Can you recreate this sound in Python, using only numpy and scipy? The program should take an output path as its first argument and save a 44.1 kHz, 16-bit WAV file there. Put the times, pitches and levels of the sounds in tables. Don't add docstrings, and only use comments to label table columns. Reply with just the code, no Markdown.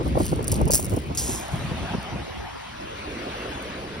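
import sys
import numpy as np
from scipy import signal
from scipy.fft import rfft, irfft, next_fast_len
from scipy.io import wavfile
from scipy.ndimage import uniform_filter1d, map_coordinates

SR = 44100
rng = np.random.default_rng(int(sys.argv[2]) if len(sys.argv) > 2 else 0)


def unload_wav(signal):
    wavfile.write(
        sys.argv[1],
        SR,
        np.round(np.clip(np.atleast_2d(signal).T, -1, 1) * 32767).astype(np.int16),
    )


N = 176400
TIME = np.arange(N) / SR

# time in seconds, relative peak in dB.
SHELL_CLICKS = [(.0785, -30.5), (.1865, -24), (.191, -23), (.2, -21), (.2066, -29), (.222, -28),
                (.255, -15), (.2645, -11.5), (.2773, -30), (.2962, -28), (.321, -31), (.359, -27),
                (.4279, -20.5), (.4433, -18), (.4487, -27), (.4723, -20), (.4802, -6.5), (.5175, -3.5),
                (.5236, -10), (.542, -15.5), (.5545, -26), (.564, -22.5), (.5902, -30), (.615, -20),
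                (.6552, -23), (.6783, -17.5), (.6838, -19), (.8007, -16.5), (.8273, -15.5), (.8458, -15),
                (.8552, -17), (.8654, -23), (.8962, -20.5), (.9043, -25), (.9636, -22.5), (.9688, -26),
                (.9892, -26.5), (.9986, -30), (1.1502, -25), (1.174, -13), (1.1968, -18), (1.2197, -18),
                (1.3317, -18), (1.399, -21), (1.4823, -28), (1.5589, -29), (1.5895, -41), (2.0294, -32),
                (3.6245, -29)]
BED_IMPACTS = [(.7072, -4.5), (.7137, -6), (.7193, 1), (.7272, -4.5), (.7352, 1.5), (.7403, -5), (.7467, 3),
               (.754, 2.5), (.7628, -5), (.777, -10)]
# start, rise and hold in seconds, fall in dB per second, level in dB.
PALM_JOSTLES = [(.02, 0.01, 0.049, 103, -50), (.14, 0.12, 0.015, 177, -37.5),
                (.46, 0.058, 0.039, 216, -39.5)]
LANDING_STAGES = [(.73, 0.007, 0.023, 700, -20.5), (.75, 0.018, 0.014, 218, -30), (.89, .02, 0.03, 96, -46)]
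HEEL_BITE = [(1.1725, 0.0013, 0.019, 452, -25)]
STEP_STAGES = [(1.148, 0.0021, 0.0062, 904, -34.5), (1.18, 0.024, 0.14, 142, -31),
               (1.5, 0.018, .02, 50, -47.5)]
# frequency in Hz, gain in dB.
CLICK_COLOUR = [(1000, -35), (3000, -10), (4200, -15), (5200, -7.5), (7000, 1.5), (10000, 5.5), (12000, -1),
                (14000, -6), (15600, -8), (16300, -26), (17000, -26)]
PALM_COLOUR = [(1000, -39), (3000, -1), (3900, -7), (4600, -1), (5600, -4), (7500, -1), (10000, 0.5),
               (12000, -8), (14000, -10), (15500, -12), (16500, -31)]
LANDING_COLOUR = [(1000, -18.5), (2500, -18), (3900, -16), (4400, -10), (5200, -9.5), (6500, 1), (8500, 2),
                  (10000, 0), (12000, -4), (14000, -10), (15600, -2), (17000, -40)]
HEEL_COLOUR = [(1000, -22), (3900, -12.5), (5000, 0), (6700, 1.5), (9000, -2), (12000, -12), (15400, -13),
               (16500, -39)]
STEP_COLOUR = [(1000, -35), (2700, -9), (4000, -10), (5300, -5), (6700, 1), (9500, -2.5), (12000, -7),
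               (15400, -15), (16500, -44)]

# time in seconds, relative level in dB.
WIND_STRENGTH = [(0.0, -25), (0.1, -25), (0.16, -21), (0.22, -21.5), (0.26, -30.5), (0.33, -22.5),
                 (0.45, -27.5), (0.52, -21), (0.56, -26), (0.6, -21), (0.73, -24.5), (0.79, -31),
                 (0.89, -25.5), (0.94, -21.5), (1.01, -35), (1.12, -25.5), (1.15, -38), (1.22, -30),
                 (1.39, -35.5), (1.43, -38), (1.49, -43), (1.53, -28.5), (1.66, -29.5), (1.84, -29),
                 (1.88, -37), (1.95, -26), (2.02, -42), (2.09, -36), (2.15, -31), (2.22, -34), (2.26, -52),
                 (2.36, -46), (2.39, -47), (2.45, -38.5), (2.49, -47), (2.55, -44), (2.62, -48),
                 (2.79, -42), (2.9, -44)]
# time and width in seconds, relative level in dB.
SHARP_EDDIES = [(0.011, 0.0097, -29), (0.066, 0.0045, -25.5), (0.157, .003, -19.5), (.177, 0.0051, -19),
                (0.208, 0.0066, -20), (0.33, 0.0043, -22.5), (0.366, 0.0039, -26), (0.393, .0035, -26.5),
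                (0.409, 0.0027, -26.5), (.531, 0.004, -28.5), (0.581, 0.026, -33), (.615, 0.0094, -24.5),
                (0.676, 0.0079, -26.5), (0.702, .004, -23.5), (0.741, 0.0052, -28.5), (0.797, 0.0027, -26),
                (0.936, 0.01, -26), (0.975, 0.0056, -26), (1.103, 0.0049, -32.5), (1.299, 0.01, -32.5),
                (1.352, .004, -32.5), (1.721, 0.014, -36.5), (1.948, 0.0043, -28), (2.161, 0.0024, -35)]
# time in seconds, pitch in Hz, relative level in dB.
LARGE_EDDIES = [(.172, 260, -22), (0.211, 183, -18.5), (.335, 220, -20), (0.526, 120, -16.5),
                (0.932, 89, -23.5), (1.296, 290, -27), (1.542, 129, -20), (1.651, 143, -23),
                (1.72, 146, -21), (1.912, 169, -25), (1.951, 192, -22.5), (1.986, 163, -22.5),
                (2.135, 99, -28), (2.163, 190, -24), (2.398, 69.5, -32)]
# frequency in Hz, gain in dB.
RUMBLE_COLOUR = [(20, -29), (35, -12), (60, 4), (115, -0.5), (175, -2), (250, -6.5), (350, -11),
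                 (600, -31.5), (1200, -46), (3000, -80)]
FLUTTER_COLOUR = [(60, -45), (200, 0), (350, -0.5), (600, -3), (900, -5.5), (1400, -18), (3000, -58),
                  (8000, -74)]
EDDY_COLOUR = [(60, -37), (200, 1), (360, 3), (600, -1.5), (1000, -8), (1400, -26), (3000, -49),
               (8000, -74)]

# time in seconds, then relative levels of boom, wash and foam hiss in dB.
WAVE_LEVELS = [(0, -42, -45, -45.5), (1.05, -44, -45, -56.5), (1.35, -43, -39, -43.5), (1.6, -56, -40, -40),
               (1.9, -50.5, -37.5, -38), (2.3, -37, -43, -43.5), (2.65, -47.5, -42.5, -44),
               (2.95, -40, -42, -42.5), (3.2, -35.5, -41, -39.5), (3.32, -40.5, -39.5, -39),
               (3.43, -35.5, -37, -38), (3.7, -37.5, -42.5, -40.5), (4, -37.5, -43, -42.5)]
# frequency in Hz, gain in dB.
BOOM_COLOUR = [(20, -22), (45, 0.5), (80, 1), (130, -6.5), (220, -1), (350, 1), (550, -2.5), (800, -22),
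               (1500, -57), (4000, -72)]
WASH_COLOUR = [(100, -50), (400, -8.5), (680, 3.5), (850, -0.5), (1150, -7.5), (1800, -15.5), (4000, -47),
               (8000, -70)]
FOAM_COLOUR = [(300, -31), (900, 3), (1400, 4.5), (2000, 1.5), (2800, 1), (4000, -5.5), (6500, -16),
               (10000, -19.5), (12000, -24.5), (15000, -40), (16000, -50)]
FAR_COLOUR = [(300, -15), (1000, 6), (1600, -4), (2200, 4), (2900, 1.5), (4000, -2), (6500, -11),
              (10000, -19), (15000, -27), (16000, -52)]
# frequency in Hz, correlation (1 is mono).
SURF_ALIKE = [(100, 1), (400, 0.96), (800, 1), (1200, 0.17), (1800, 0.69), (3000, 0.057), (5000, 0.23),
              (7000, 1), (15000, 1)]
# frequency in Hz, dB added left and taken from the right.
SURF_LEAN = [(300, -1.5), (800, 1), (1900, 1), (2800, 0), (4200, 0), (6000, 0)]
# frequency in Hz, rms level swing in dB.
SPLASH_DEPTH = [(300, 2.5), (2000, 2), (8000, 3)]

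# time in seconds, lower and upper edge in Hz, left-right phase gap in radians.
MOVING_WIDE_BAND = [(.9, 680, 1390, 3.44), (1.25, 464, 1200, 2.1), (1.45, 257, 930, 2.1),
                    (1.6, 577, 930, 1.5), (2.15, 468, 776, 1.9), (2.28, 140, 690, 2.7),
                    (2.47, 148, 660, 3.07), (2.58, 156, 860, 3.73), (2.7, 255, 810, 2.4),
                    (2.82, 390, 1230, 2.7), (2.93, 520, 1240, 3.5), (3.05, 596, 1100, 2.7),
                    (4, 630, 1100, 2.36)]
# lower and upper edge in Hz, phase gap in radians.
UPPER_WIDE_BAND = (2300, 2960, 2.2)
# time in seconds, pitch in Hz, depth in dB.
CENTRE_HOLLOW = [(2.2, 330, -1), (2.37, 370, 2.5), (2.5, 420, 9), (2.59, 318, 8), (2.7, 430, 5),
                 (2.84, 576, 5), (2.93, 760, -2), (3.02, 800, 1)]
# frequency in Hz, lead of the left in radians.
TREBLE_PHASE_TURN = [(0, 0), (2800, 0), (4300, .8), (5000, .35), (5700, .5), (6300, 1.9), (6800, 2.8),
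                     (7300, 3.14), (10400, 6.28), (12900, 9.1), (13600, 9.42), (16500, 12.5)]


def shells():
    palm = clicks(SHELL_CLICKS, CLICK_COLOUR)
    palm += swarm(PALM_JOSTLES, PALM_COLOUR, per_s=840, spread_db=4.0)
    fall = clicks(BED_IMPACTS, LANDING_COLOUR)
    fall += swarm(LANDING_STAGES, LANDING_COLOUR, per_s=1200, spread_db=3.5)
    heel = swarm(HEEL_BITE, HEEL_COLOUR, per_s=2700, spread_db=-4.0)
    step = swarm(STEP_STAGES, STEP_COLOUR, per_s=3100, spread_db=2.0)
    return palm + fall + heel + step


def shell_strike(modes=6, ring_t60_s=.014, crack_t60_s=.003, crack_db=17, contact_s=.00015):
    t = TIME[:2048]
    hz = rng.uniform(4600, 15800, (modes, 1))
    weights = rng.standard_normal((modes, 1)) / np.sqrt(modes / 2)
    ring = (weights * np.sin(2 * np.pi * hz * t)).sum(0) * amp(-60 * t / ring_t60_s)
    crack = amp(crack_db - 60 * t / crack_t60_s) * rng.standard_normal(len(t))
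    hit = (ring + crack) * (1 - np.exp(-t / contact_s))
    return hit / np.abs(hit).max()


def clink(typical_hz=5120, pitch_spread=0.069, t60_s=0.022, relative_db=-15):
    t = TIME[:2048]
    hz = typical_hz * np.exp(pitch_spread * rng.standard_normal())
    return amp(relative_db - 60 * t / t60_s) * np.sin(2 * np.pi * hz * t)


def clicks(contacts, colour, gain_db=0.5, rebound_s=0.0022, rebound_db=-9.5):
    out = np.zeros(N)
    for start, db in contacts:
        gap_s = rebound_s * rng.uniform(0.39, 2.2)
        for delay, bounce_db in (0, 0), (gap_s, rebound_db):
            hit = shell_strike() + clink()
            out[round((start + delay) * SR):][:len(hit)] += amp(db + gain_db + bounce_db) * hit
    return coloured(out, colour)


def swarm(stages, colour, per_s, spread_db, shell_count=16):
    power = np.zeros(N)
    for start, rise, hold, fall, db in stages:
        attack = np.clip((TIME - start) / rise, 0, 1)
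        falling_s = np.maximum(TIME - start - rise - hold, 0)
        power += (attack * amp(db - fall * falling_s)) ** 2
    taps = np.zeros(N)
    for _ in range(shell_count):
        force = amp(spread_db * np.minimum(rng.exponential(size=N), 3))
        struck = rng.random(N) < per_s / shell_count / SR
        taps += signal.oaconvolve(force * struck, shell_strike())[:N]
    return unit(coloured(taps, colour)) * np.sqrt(power)


def bed_reflection(x, level_db=-14.5, t60_s=0.014):
    t = TIME[:1024]
    tail = rng.standard_normal((2, len(t))) * amp(-60 * t / t60_s)
    tail /= np.linalg.norm(tail[0])
    return amp(level_db) * signal.fftconvolve(x[None], tail, axes=1)[:, :N]


def wind(rumble_db=-1.5, flutter_db=-18, eddy_db=2.5):
    strength_db, = curves(WIND_STRENGTH, TIME)
    alike = [(100, 0.6)]
    rumble = amp(strength_db + rumble_db + 2.2 * wobble(40)) * rush(RUMBLE_COLOUR, alike)
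    flutter = amp(strength_db + flutter_db + 4.8 * wobble(70)) * rush(FLUTTER_COLOUR, alike)
    bursts = sum(amp(db + eddy_db) * bell((TIME - at) / width) for at, width, db in SHARP_EDDIES)
    eddies = bursts * amp(2.26 * wobble(130)) * rush(EDDY_COLOUR, alike)
    return rumble + flutter + eddies


def thumps(width_cycles=0.6, gain_db=2):
    out = np.zeros((2, N))
    for at, hz, db in LARGE_EDDIES:
        cycles = (TIME - at) * hz
        phase = rng.uniform(0, 2 * np.pi) + .25 * rng.standard_normal((2, 1))
        out += amp(db + gain_db) * bell(cycles / width_cycles) * np.sin(2 * np.pi * cycles + phase)
    return out


def surf(far_db=-45):
    levels_db = [*curves(WAVE_LEVELS, TIME), far_db]
    colours = [BOOM_COLOUR, WASH_COLOUR, FOAM_COLOUR, FAR_COLOUR]
    sea = sum(amp(db) * rush(colour, SURF_ALIKE) for db, colour in zip(levels_db, colours))
    sea = filtered(sea, lambda hz: amp(along(SURF_LEAN, hz) * np.array([[1], [-1]])))
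    hz, _, spectra = signal.stft(sea, SR, nperseg=1024)
    patches = rng.standard_normal(spectra.shape[1:])
    patches = uniform_filter1d(patches, size=6, axis=0)
    patches = uniform_filter1d(patches, size=4, axis=1)
    splash_db = along(SPLASH_DEPTH, hz)[:, None] * unit(patches)
    return signal.istft(spectra * amp(splash_db), nperseg=1024)[1][:, :N]


def widen(x, edge_octaves=0.31, hollow_octaves=0.22):
    hz, t, spectra = signal.stft(x, SR, nperseg=1024)
    octaves = lambda from_hz: np.log2((hz[:, None] + 1) / from_hz)
    above = lambda edge_hz: (1 + np.tanh(octaves(edge_hz) / edge_octaves)) / 2
    bands = curves(MOVING_WIDE_BAND, t), UPPER_WIDE_BAND
    phase = sum(gap * above(low) * (1 - above(high)) for low, high, gap in bands)
    spectra = spectra * np.exp(.5j * np.array([-phase, phase]))
    hollow_hz, depth_db = curves(CENTRE_HOLLOW, t)
    scooped = 1 - amp(-depth_db * bell(octaves(hollow_hz) / hollow_octaves))
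    return signal.istft(spectra - scooped * spectra.mean(0), nperseg=1024)[1][:, :N]


def rush(colour, alike):
    def mid_and_side(hz):
        angle = np.arccos(np.clip(along(alike, hz), -1, 1)) / 2
        return amp(along(colour, hz)) * [np.cos(angle), np.sin(angle)]
    mid, side = filtered(rng.standard_normal((2, N)), mid_and_side)
    return unit(np.array([mid + side, mid - side]))


def wobble(knots_per_s):
    knots = rng.standard_normal(int(N * knots_per_s / SR) + 4)
    return map_coordinates(knots, [TIME * knots_per_s])


def coloured(x, colour):
    return filtered(x, lambda hz: amp(along(colour, hz)))


def filtered(x, response):
    size = next_fast_len(N + 8192)
    hz = np.fft.rfftfreq(size, 1 / SR)
    return irfft(rfft(x, size) * response(hz), size)[..., :N]


def along(points, hz):
    knots_hz, values = np.transpose(points)
    return np.interp(np.log(hz + 1), np.log(knots_hz + 1), values)


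def curves(rows, t):
    times, *columns = np.transpose(rows)
    return [np.interp(t, times, column) for column in columns]


def bell(x):
    return np.exp(-.5 * x ** 2)


def amp(db):
    return 10 ** (np.asarray(db) / 20)


def unit(x):
    return x / np.sqrt(np.mean(x ** 2) + 1e-20)


def scene():
    close = shells()
    return close + bed_reflection(close) + widen(wind() + thumps() + surf())


def record(dry, top_hz=16700):
    def response(hz):
        lead = np.interp(hz, *np.transpose(TREBLE_PHASE_TURN))
        return np.exp(.5j * np.array([lead, -lead])) * (hz < top_hz)
    return filtered(dry, response)


dry = scene()
out = record(dry)
unload_wav(out)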